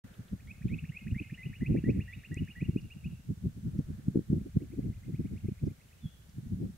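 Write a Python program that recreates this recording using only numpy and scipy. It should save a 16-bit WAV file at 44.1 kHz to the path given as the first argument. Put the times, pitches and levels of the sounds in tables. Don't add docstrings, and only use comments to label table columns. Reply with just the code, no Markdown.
import sys
import numpy as np
from scipy import signal
from scipy.fft import rfft, irfft, next_fast_len
from scipy.io import wavfile
from scipy.ndimage import map_coordinates

SR = 44100
rng = np.random.default_rng(int(sys.argv[2]) if len(sys.argv) > 2 else 0)


def dump(signal):
    limited = np.clip(np.atleast_2d(signal).T, -1, 1)
    pcm = np.round(limited * 32767).astype(np.int16)
    wavfile.write(sys.argv[1], SR, pcm)


N = 298557
T = np.arange(N) / SR

# (time [s], level [dB])
WIND_STRENGTH = [(.05, -56), (.5, -56), (.8, -49), (.98, -59), (1.13, -43.5), (1.29, -57), (1.55, -56),
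                 (1.8, -46), (2.1, -59), (2.5, -53.5), (2.7, -42.5), (2.95, -60), (3.75, -47), (4.0, -51),
                 (4.85, -48.5), (5.5, -48.5), (5.8, -63), (6.05, -66), (6.6, -42), (6.77, -46.5)]
# (frequency [Hz], likeness [0-1])
WIND_LIKENESS = [(30, 1), (85, 0.92), (170, 0.83), (340, 0.42), (650, 0)]


def amp(db):
    return 10 ** (np.asarray(db) / 20)


def unit(x):
    return x / np.sqrt(np.mean(x ** 2) + 1e-20)


def at(curve, s):
    times, *columns = np.transpose(curve)
    return [np.interp(s, times, column) for column in columns]


def along(points, hz):
    f, v = np.transpose(points)
    return np.interp(np.log(hz + 1), np.log(f + 1), v)


def wobble(rate, size):
    points = rng.standard_normal(int(size * rate / SR) + 4)
    return map_coordinates(points, [np.arange(size) * rate / SR], mode="nearest")


def filtered(x, response):
    size = next_fast_len(N + SR // 2)
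    return irfft(rfft(x, size) * response(np.fft.rfftfreq(size, 1 / SR)), size)[..., :N]


def rush(spectrum, likeness):
    def response(hz):
        turn = np.arccos(np.clip(along(likeness, hz), -1, 1)) / 2
        return amp(along(spectrum, hz)) * [np.cos(turn), np.sin(turn)]
    mid, side = filtered(rng.standard_normal((2, N)), response)
    return unit(np.array([mid + side, mid - side]))


def steadied(x, size):
    window = signal.windows.hann(size)
    power = signal.fftconvolve(np.mean(x ** 2, axis=0), window / window.sum(), "same")
    return unit(x / np.sqrt(np.abs(power) + 0.023))


def air():
    # (frequency [Hz], level [dB])
    hush_colour = [(20, 1), (60, 18), (150, 10.5), (300, 0), (500, -2.5), (1000, -10), (1500, -5.5),
                   (2400, -9), (3500, -9), (5000, -11.5), (6300, -10), (10000, -12), (15500, -14.5)]
    distant_colour = [(200, -10), (500, -1), (950, -14.5), (1300, -6), (1550, -5), (1750, -5),
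                      (2000, -10.5), (4000, -24), (8000, -45)]
    # (frequency [Hz], likeness [0-1])
    likeness = [(60, 1), (300, 0.38), (1500, 0), (4000, 0), (15000, 0)]
    # (time [s], level [dB])
    distant_level = [(0, -62.5), (.25, -67), (.45, -73.5), (3.3, -94), (3.7, -73), (3.95, -69),
                     (4.2, -75.5), (6.7, -80)]
    distant_db, = at(distant_level, T)
    distant = amp(distant_db) * rush(distant_colour, likeness)
    return amp(-61) * rush(hush_colour, likeness) + distant


def ticks(pitch_spread=0.17):
    # (time [s], level [dB], pitch [Hz], half width [s])
    bursts = [(.143, -67, 3100, .005), (0.285, -66, 3170, 0.0033), (.474, -69, 3300, 0.0036),
              (.69, -69, 3200, 0.019), (.78, -66, 3100, 0.0027), (1.911, -69.5, 5000, .004),
              (2.3441, -42.5, 7300, 0.00023), (2.4505, -60, 7000, .0004), (2.816, -68.5, 4900, .004),
              (3.786, -69, 5600, .0034), (5.663, -70.5, 5370, .007), (6.296, -68.5, 5400, .003)]
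    out = np.zeros(N + SR)
    t = np.arange(-2048, 2048) / SR
    f = np.fft.rfftfreq(len(t), 1 / SR) + 1
    for s, db, hz, width in bursts:
        band = np.exp(-(np.log(f / hz) / pitch_spread) ** 2 / 2)
        noise = irfft(rfft(rng.standard_normal(len(t))) * band)
        swell = np.exp(-(t / width) ** 2 / 2)
        tick = unit(noise * swell) * np.sqrt(np.mean(swell ** 2))
        out[round((s + t[0]) * SR):][:len(t)] += amp(db) * tick
    return out[:N]


def breeze(average_db=-56, follows_wind=0.67, heave_db=4.0):
    # (frequency [Hz], level [dB])
    sway_colour = [(15, -17.5), (30, -7), (55, 1.5), (100, 3), (160, -13), (300, -39), (600, -81)]
    wind_db, = at(WIND_STRENGTH, T)
    level_db = average_db + follows_wind * (wind_db - wind_db.mean())
    level_db += heave_db * wobble(4.9, size=N)
    return amp(level_db) * rush(sway_colour, WIND_LIKENESS)


def small_puffs(count=170, half_width_s=0.006, scatter_db=3):
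    shift, size = rng.standard_normal((count, 2)).T
    times = (np.arange(count) + shift / 2) * T[-1] / count
    wind_db, = at(WIND_STRENGTH, times)
    levels = wind_db + scatter_db * size
    return [(s, half_width_s, db + 2.5, db - 14) for s, db in zip(times, levels)]


def wind_puffs(flutter_narrowing=1.68):
    # (time [s], half width [s], rumble [dB], flutter [dB])
    strong_puffs = [(.053, 0.0069, -44, -67), (.201, 0.0097, -40, -54), (.334, 0.0076, -31.5, -43),
                    (.477, 0.023, -48.5, -75), (.616, 0.0029, -39.5, -68), (.66, 0.0084, -28, -40),
                    (.732, 0.021, -32, -42), (.837, .0059, -32.5, -65), (.9, 0.0057, -34.5, -59),
                    (1.069, 0.0081, -35.5, -52.5), (1.126, 0.0095, -29.5, -52), (1.164, 0.0031, -29.5, -52),
                    (1.214, 0.0066, -35.5, -38), (1.329, 0.0049, -34, -49), (1.466, 0.0057, -31.5, -47.5),
                    (1.502, 0.01, -39.5, -57), (1.622, 0.0086, -30.5, -37), (1.711, 0.017, -24.5, -32.5),
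                    (1.751, 0.0064, -40, -24.5), (1.781, 0.014, -29, -36.5), (1.891, .016, -23.5, -26.5),
                    (1.973, 0.025, -32, -37.5), (2.178, 0.011, -42, -58.5), (2.322, 0.0094, -34, -41.5),
                    (2.373, 0.0042, -32.5, -41.5), (2.421, 0.013, -29.5, -42.5), (2.626, 0.005, -26, -36),
                    (2.693, 0.0053, -28, -33.5), (2.762, 0.023, -41, -47), (2.853, 0.012, -40.5, -54.5),
                    (2.966, 0.0051, -40.5, -51.5), (3.066, 0.012, -33.5, -50.5), (3.132, 0.012, -38.5, -60),
                    (3.308, 0.011, -28.5, -39), (3.46, 0.015, -29.5, -41), (3.581, .015, -42.5, -54.5),
                    (3.672, 0.016, -31.5, -45), (3.756, 0.013, -34.5, -45), (3.8, 0.0078, -32, -35),
                    (3.903, 0.012, -36, -45.5), (3.996, 0.0079, -42, -51), (4.088, 0.017, -37.5, -47),
                    (4.16, 0.007, -41, -29), (4.185, 0.017, -36, -37.5), (4.331, 0.013, -28.5, -29.5),
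                    (4.372, .011, -29, -37), (4.417, 0.0096, -37.5, -47.5), (4.466, 0.0096, -55, -40.5),
                    (4.57, 0.0067, -26.5, -32), (4.626, 0.015, -41.5, -40.5), (4.737, 0.01, -48, -42),
                    (4.79, 0.012, -35.5, -36.5), (4.862, .025, -34, -42), (4.899, 0.0036, -29.5, -44),
                    (5.095, 0.012, -37, -41.5), (5.144, 0.0052, -29.5, -44.5), (5.206, 0.0093, -32, -37),
                    (5.254, 0.0059, -31.5, -36.5), (5.335, .022, -37, -47), (5.452, 0.0065, -29, -41.5),
                    (5.491, 0.0031, -29.5, -32.5), (5.521, 0.0043, -33, -58), (5.639, 0.0072, -27, -34.5),
                    (5.676, 0.0062, -28, -30), (5.712, 0.0074, -39.5, -49.5), (6.055, 0.0077, -32, -61),
                    (6.387, 0.0093, -36.5, -50), (6.532, 0.014, -30.5, -44.5), (6.63, 0.026, -34, -37)]
    # (frequency [Hz], level [dB])
    rumble_colour = [(10, -35), (25, -25), (40, -12), (62, -2), (130, 4), (200, 1), (260, -11), (350, -45),
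                     (600, -74)]
    flutter_colour = [(120, -47), (200, -11.5), (250, 3), (330, -1), (420, -11.5), (520, -22.5), (700, -34),
                      (1000, -49.5), (2000, -80)]
    rumble_power, flutter_power = np.zeros(N), np.zeros(N)
    for s, width, rumble_db, flutter_db in list(strong_puffs) + small_puffs():
        near = slice(*np.searchsorted(T, [s - .25, s + .25]))
        swell = np.exp(2 - 2 * np.hypot(1, (T[near] - s) / width))
        rumble_power[near] += amp(rumble_db) ** 2 * swell
        flutter_power[near] += amp(flutter_db) ** 2 * swell ** flutter_narrowing
    rumble = np.sqrt(rumble_power) * steadied(rush(rumble_colour, WIND_LIKENESS), size=1300)
    flutter = np.sqrt(flutter_power) * steadied(rush(flutter_colour, WIND_LIKENESS), size=1100)
    return rumble + flutter


def wind_thumps(offset_rad=0.53, low_cut=2.14, high_cut=1.165):
    # (time [s], level [dB], pitch [Hz])
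    hits = [(.656, -20.5, 153), (1.126, -19.5, 96), (1.631, -22.5, 193), (1.751, -22.5, 350),
            (1.729, -21, 196), (1.762, -22.5, 245), (1.841, -20.5, 210), (1.884, -20.5, 272),
            (1.894, -12.5, 240), (1.993, -20.5, 163), (2.693, -22, 90), (2.763, -15.5, 225),
            (3.47, -20, 158), (3.793, -18.5, 159), (4.085, -15, 168), (4.159, -13.5, 242),
            (4.174, -16, 236), (4.193, -21, 260), (4.304, -17.5, 155), (4.331, -13, 192),
            (4.571, -12.5, 164), (4.792, -20.5, 218), (5.197, -20.5, 190), (5.487, -24, 232)]
    size = 4096
    out = np.zeros((2, N + size))
    f = np.fft.rfftfreq(size, 1 / SR)
    for (s, db, hz), (phase, lean) in zip(hits, rng.uniform(-1.24, 1, (len(hits), 2))):
        colour = (f / hz) ** low_cut * np.exp(-high_cut * (f / hz) ** 2)
        offset = offset_rad * np.sign(lean) * np.array([[1], [-1]]) * np.minimum(f / 300, 2)
        spectrum = colour * np.exp(1j * (np.pi * phase + offset))
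        swing = np.fft.fftshift(irfft(spectrum), axes=1) * size / 2 / colour.sum()
        out[:, round(s * SR) - size // 2:][:, :size] += amp(db - 0.3) * swing
    return out[:, :N]


def cliff_echo(song, likeness):
    # (delay [s], level [dB])
    echo_shape = [(.003, 0.5), (.012, -4), (.03, -11.5), (.045, -2.5), (.062, -5), (.085, -7), (.102, -9),
                  (.2, -20), (.4, -51)]
    tail_db, = at(echo_shape, np.arange(SR // 2) / SR)
    echo = np.zeros((2, N))
    for s in np.arange(0, T[-1] + .5, .5):
        blend = np.sqrt(np.clip(1 - 2 * np.abs(T - s), 0, 1))
        tails = rng.standard_normal((2, len(tail_db))) * amp(tail_db)
        tails /= np.linalg.norm(tails, axis=1, keepdims=True)
        echo += signal.oaconvolve((blend * song)[None], tails, axes=1)[:, :N]
    turn = np.arccos(np.clip(likeness, 0, 1)) / 2
    mid, side = np.cos(turn) * echo[0], np.sin(turn) * echo[1]
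    return np.array([mid + side, mid - side])


def add_note(track, s, length, shape, waver=0.0041, flutter_db=0.5, fade_s=0.0015):
    t = np.arange(int(length * SR)) / SR
    hz, db = at(shape, t / length)
    drift, shake = (wobble(400, size=SR // 4)[:len(t)] for _ in range(2))
    pitch = hz * (1 + waver * drift)
    fade = np.clip(t / fade_s, 0, 1) * np.clip((length - t) / fade_s, 0, 1)
    level = amp(db + flutter_db * shake)
    track[round(s * SR):][:len(t)] += fade * level * np.sin(2 * np.pi * np.cumsum(pitch) / SR)


def arch(hz, db):
    return [(0, .755 * hz, db - 14), (.25, .9 * hz, db), (.45, .98 * hz, db),
            (.62, hz, db), (.8, .96 * hz, db - 5.5), (1, .695 * hz, db - 11)]


def note_times(start_s, gap_s, slowing_s, count):
    k = np.arange(count)
    return start_s + gap_s * k + slowing_s * k * (k - 1) / 2


def far_song(rise_hz=2183):
    # (time [s], level [dB])
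    run_level = [(4.39, -73), (4.7, -67), (5.14, -62.5), (5.6, -63.5), (5.91, -66)]
    # (time [s], pitch [Hz], level [dB])
    falling_whistle = [(6.005, 3590, -74), (6.035, 3470, -63), (6.07, 3330, -55.5), (6.083, 3250, -71),
                       (6.1, 3140, -78)]
    thin_call = [(2.098, 3430, -81), (2.122, 3500, -69), (2.14, 3580, -72), (2.153, 3820, -66),
                 (2.168, 3670, -73)]
    song = np.zeros(N)
    for s in note_times(start_s=4.389, gap_s=.106, slowing_s=.0004, count=15):
        db, = at(run_level, s)
        rise = [(0, .87 * rise_hz, db - 4), (.4, rise_hz, db),
                (.7, 1.17 * rise_hz, db + 1), (1, 1.5 * rise_hz, db - 17)]
        add_note(song, s, length=.032, shape=rise, waver=0.03, flutter_db=3.5)
    for s in note_times(start_s=5.877, gap_s=.1, slowing_s=.012, count=4):
        add_note(song, s, length=.0273, shape=arch(hz=3050, db=-71))
    for call in (falling_whistle, thin_call):
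        start, length = call[0][0], call[-1][0] - call[0][0]
        add_note(song, start, length, [((s - start) / length, hz, db) for s, hz, db in call])
    return song


def second_nuthatch():
    # (time [s], level [dB])
    arch_notes = [(.675, -57.5), (.781, -47.5), (.885, -53.5), (.983, -52), (1.103, -54.5), (1.215, -51),
                  (1.336, -50.5), (1.446, -50), (1.5462, -53.5), (1.656, -53.5), (1.771, -54), (1.888, -57),
                  (2.0021, -48), (2.126, -53), (2.241, -51), (2.371, -49.5), (2.4947, -52), (2.632, -53),
                  (2.7633, -51.5), (2.8994, -52), (3.037, -52)]
    # (time [s], length [s], top pitch [Hz], share sung [0-1])
    arch_changes = [(.675, 0.017, 2686, .55), (.9, 0.0167, 2926, 0.57), (1.22, 0.017, 2990, 0.52),
                    (1.7, 0.028, 2773, 0.875), (2.4, 0.033, 2904, 0.96), (3.04, .042, 2823, .93)]
    song = np.zeros(N)
    for s, db in arch_notes:
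        length, top_hz, sung = at(arch_changes, s)
        partial_arch = [(share / sung, hz, level) for share, hz, level in arch(top_hz, db)]
        add_note(song, s, length, partial_arch, waver=0.014, flutter_db=0.8)
    return song


def first_nuthatch(chip_lead_s=.0765, chip_from_hz=1598, chip_to_hz=2658):
    # (time [s], length [s], held pitch [Hz], bend pitch [Hz], held level [dB], flick level [dB])
    slides = [(.47, 0.049, 2110, 2460, -56, -47), (.92, 0.061, 2070, 2400, -51.5, -41.5),
              (1.144, .059, 2030, 2377, -50, -41), (1.372, .069, 1997, 2088, -50.5, -46),
              (1.836, .07, 1890, 2057, -51.5, -47), (2.557, .072, 1875, 2040, -54.5, -49.5)]
    # (time [s], level [dB])
    chip_level = [(.395, -61), (.62, -55), (1.07, -49.5), (2.48, -51)]
    song = np.zeros(N)
    for s in note_times(start_s=.4695, gap_s=.2228, slowing_s=.0021, count=10):
        length, held_hz, bend_hz, db, flick_db = at(slides, s)
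        slide = [(0, .83 * held_hz, db - 8), (.16, 1.03 * held_hz, db + 0.5),
                 (.45, held_hz + 0.29 * (bend_hz - held_hz), db - 0.5),
                 (.72, bend_hz, (db + flick_db) / 2 - 4.5),
                 (.89, 2498, flick_db), (1, 2670, flick_db - 1.5)]
        add_note(song, s, length, slide, waver=0.0097, flutter_db=2)
        chip_db, = at(chip_level, s - chip_lead_s)
        chip = [(0, chip_from_hz, chip_db - 4), (.5, np.sqrt(chip_from_hz * chip_to_hz), chip_db - 5),
                (1, chip_to_hz, chip_db + 1.5)]
        add_note(song, s - chip_lead_s, length=.017, shape=chip, waver=0.017)
    return song


def scene():
    # (frequency [Hz], gain [dB])
    rock_colour = [(1600, -5.5), (1900, 4.5), (2050, -0.5), (2170, -6.5), (2300, 3.5), (2400, -1),
                   (2520, 5.5), (2680, -2.5), (2820, 1), (3050, -5.5)]
    # (frequency [Hz], gain [dB])
    echo_colour = [(1600, -0.5), (1900, -2.5), (2150, 3), (2330, 1), (2520, -3.5), (2850, 0), (3100, -4)]
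    duet, far = first_nuthatch() + second_nuthatch(), far_song()
    direct = filtered(duet, lambda hz: amp(along(rock_colour, hz)))
    duet_echo = filtered(cliff_echo(duet, likeness=0.67), lambda hz: amp(along(echo_colour, hz)))
    far_echo = np.roll(cliff_echo(far, likeness=0.17), round(.025 * SR), axis=1)
    birds = direct + amp(-4.5) * duet_echo + amp(-1.5) * far + amp(-3.5) * far_echo
    lean_right = amp([[-.4], [.4]])
    return (birds + air()) * lean_right + wind_puffs() + breeze() + wind_thumps() + ticks()


def record(dry):
    start_s, top_hz = .038, 15750
    fade_in = np.clip((T - start_s) * 200, 0, 1)
    return filtered(dry * fade_in, lambda hz: hz < top_hz)


dry = scene()
out = record(dry)
dump(out)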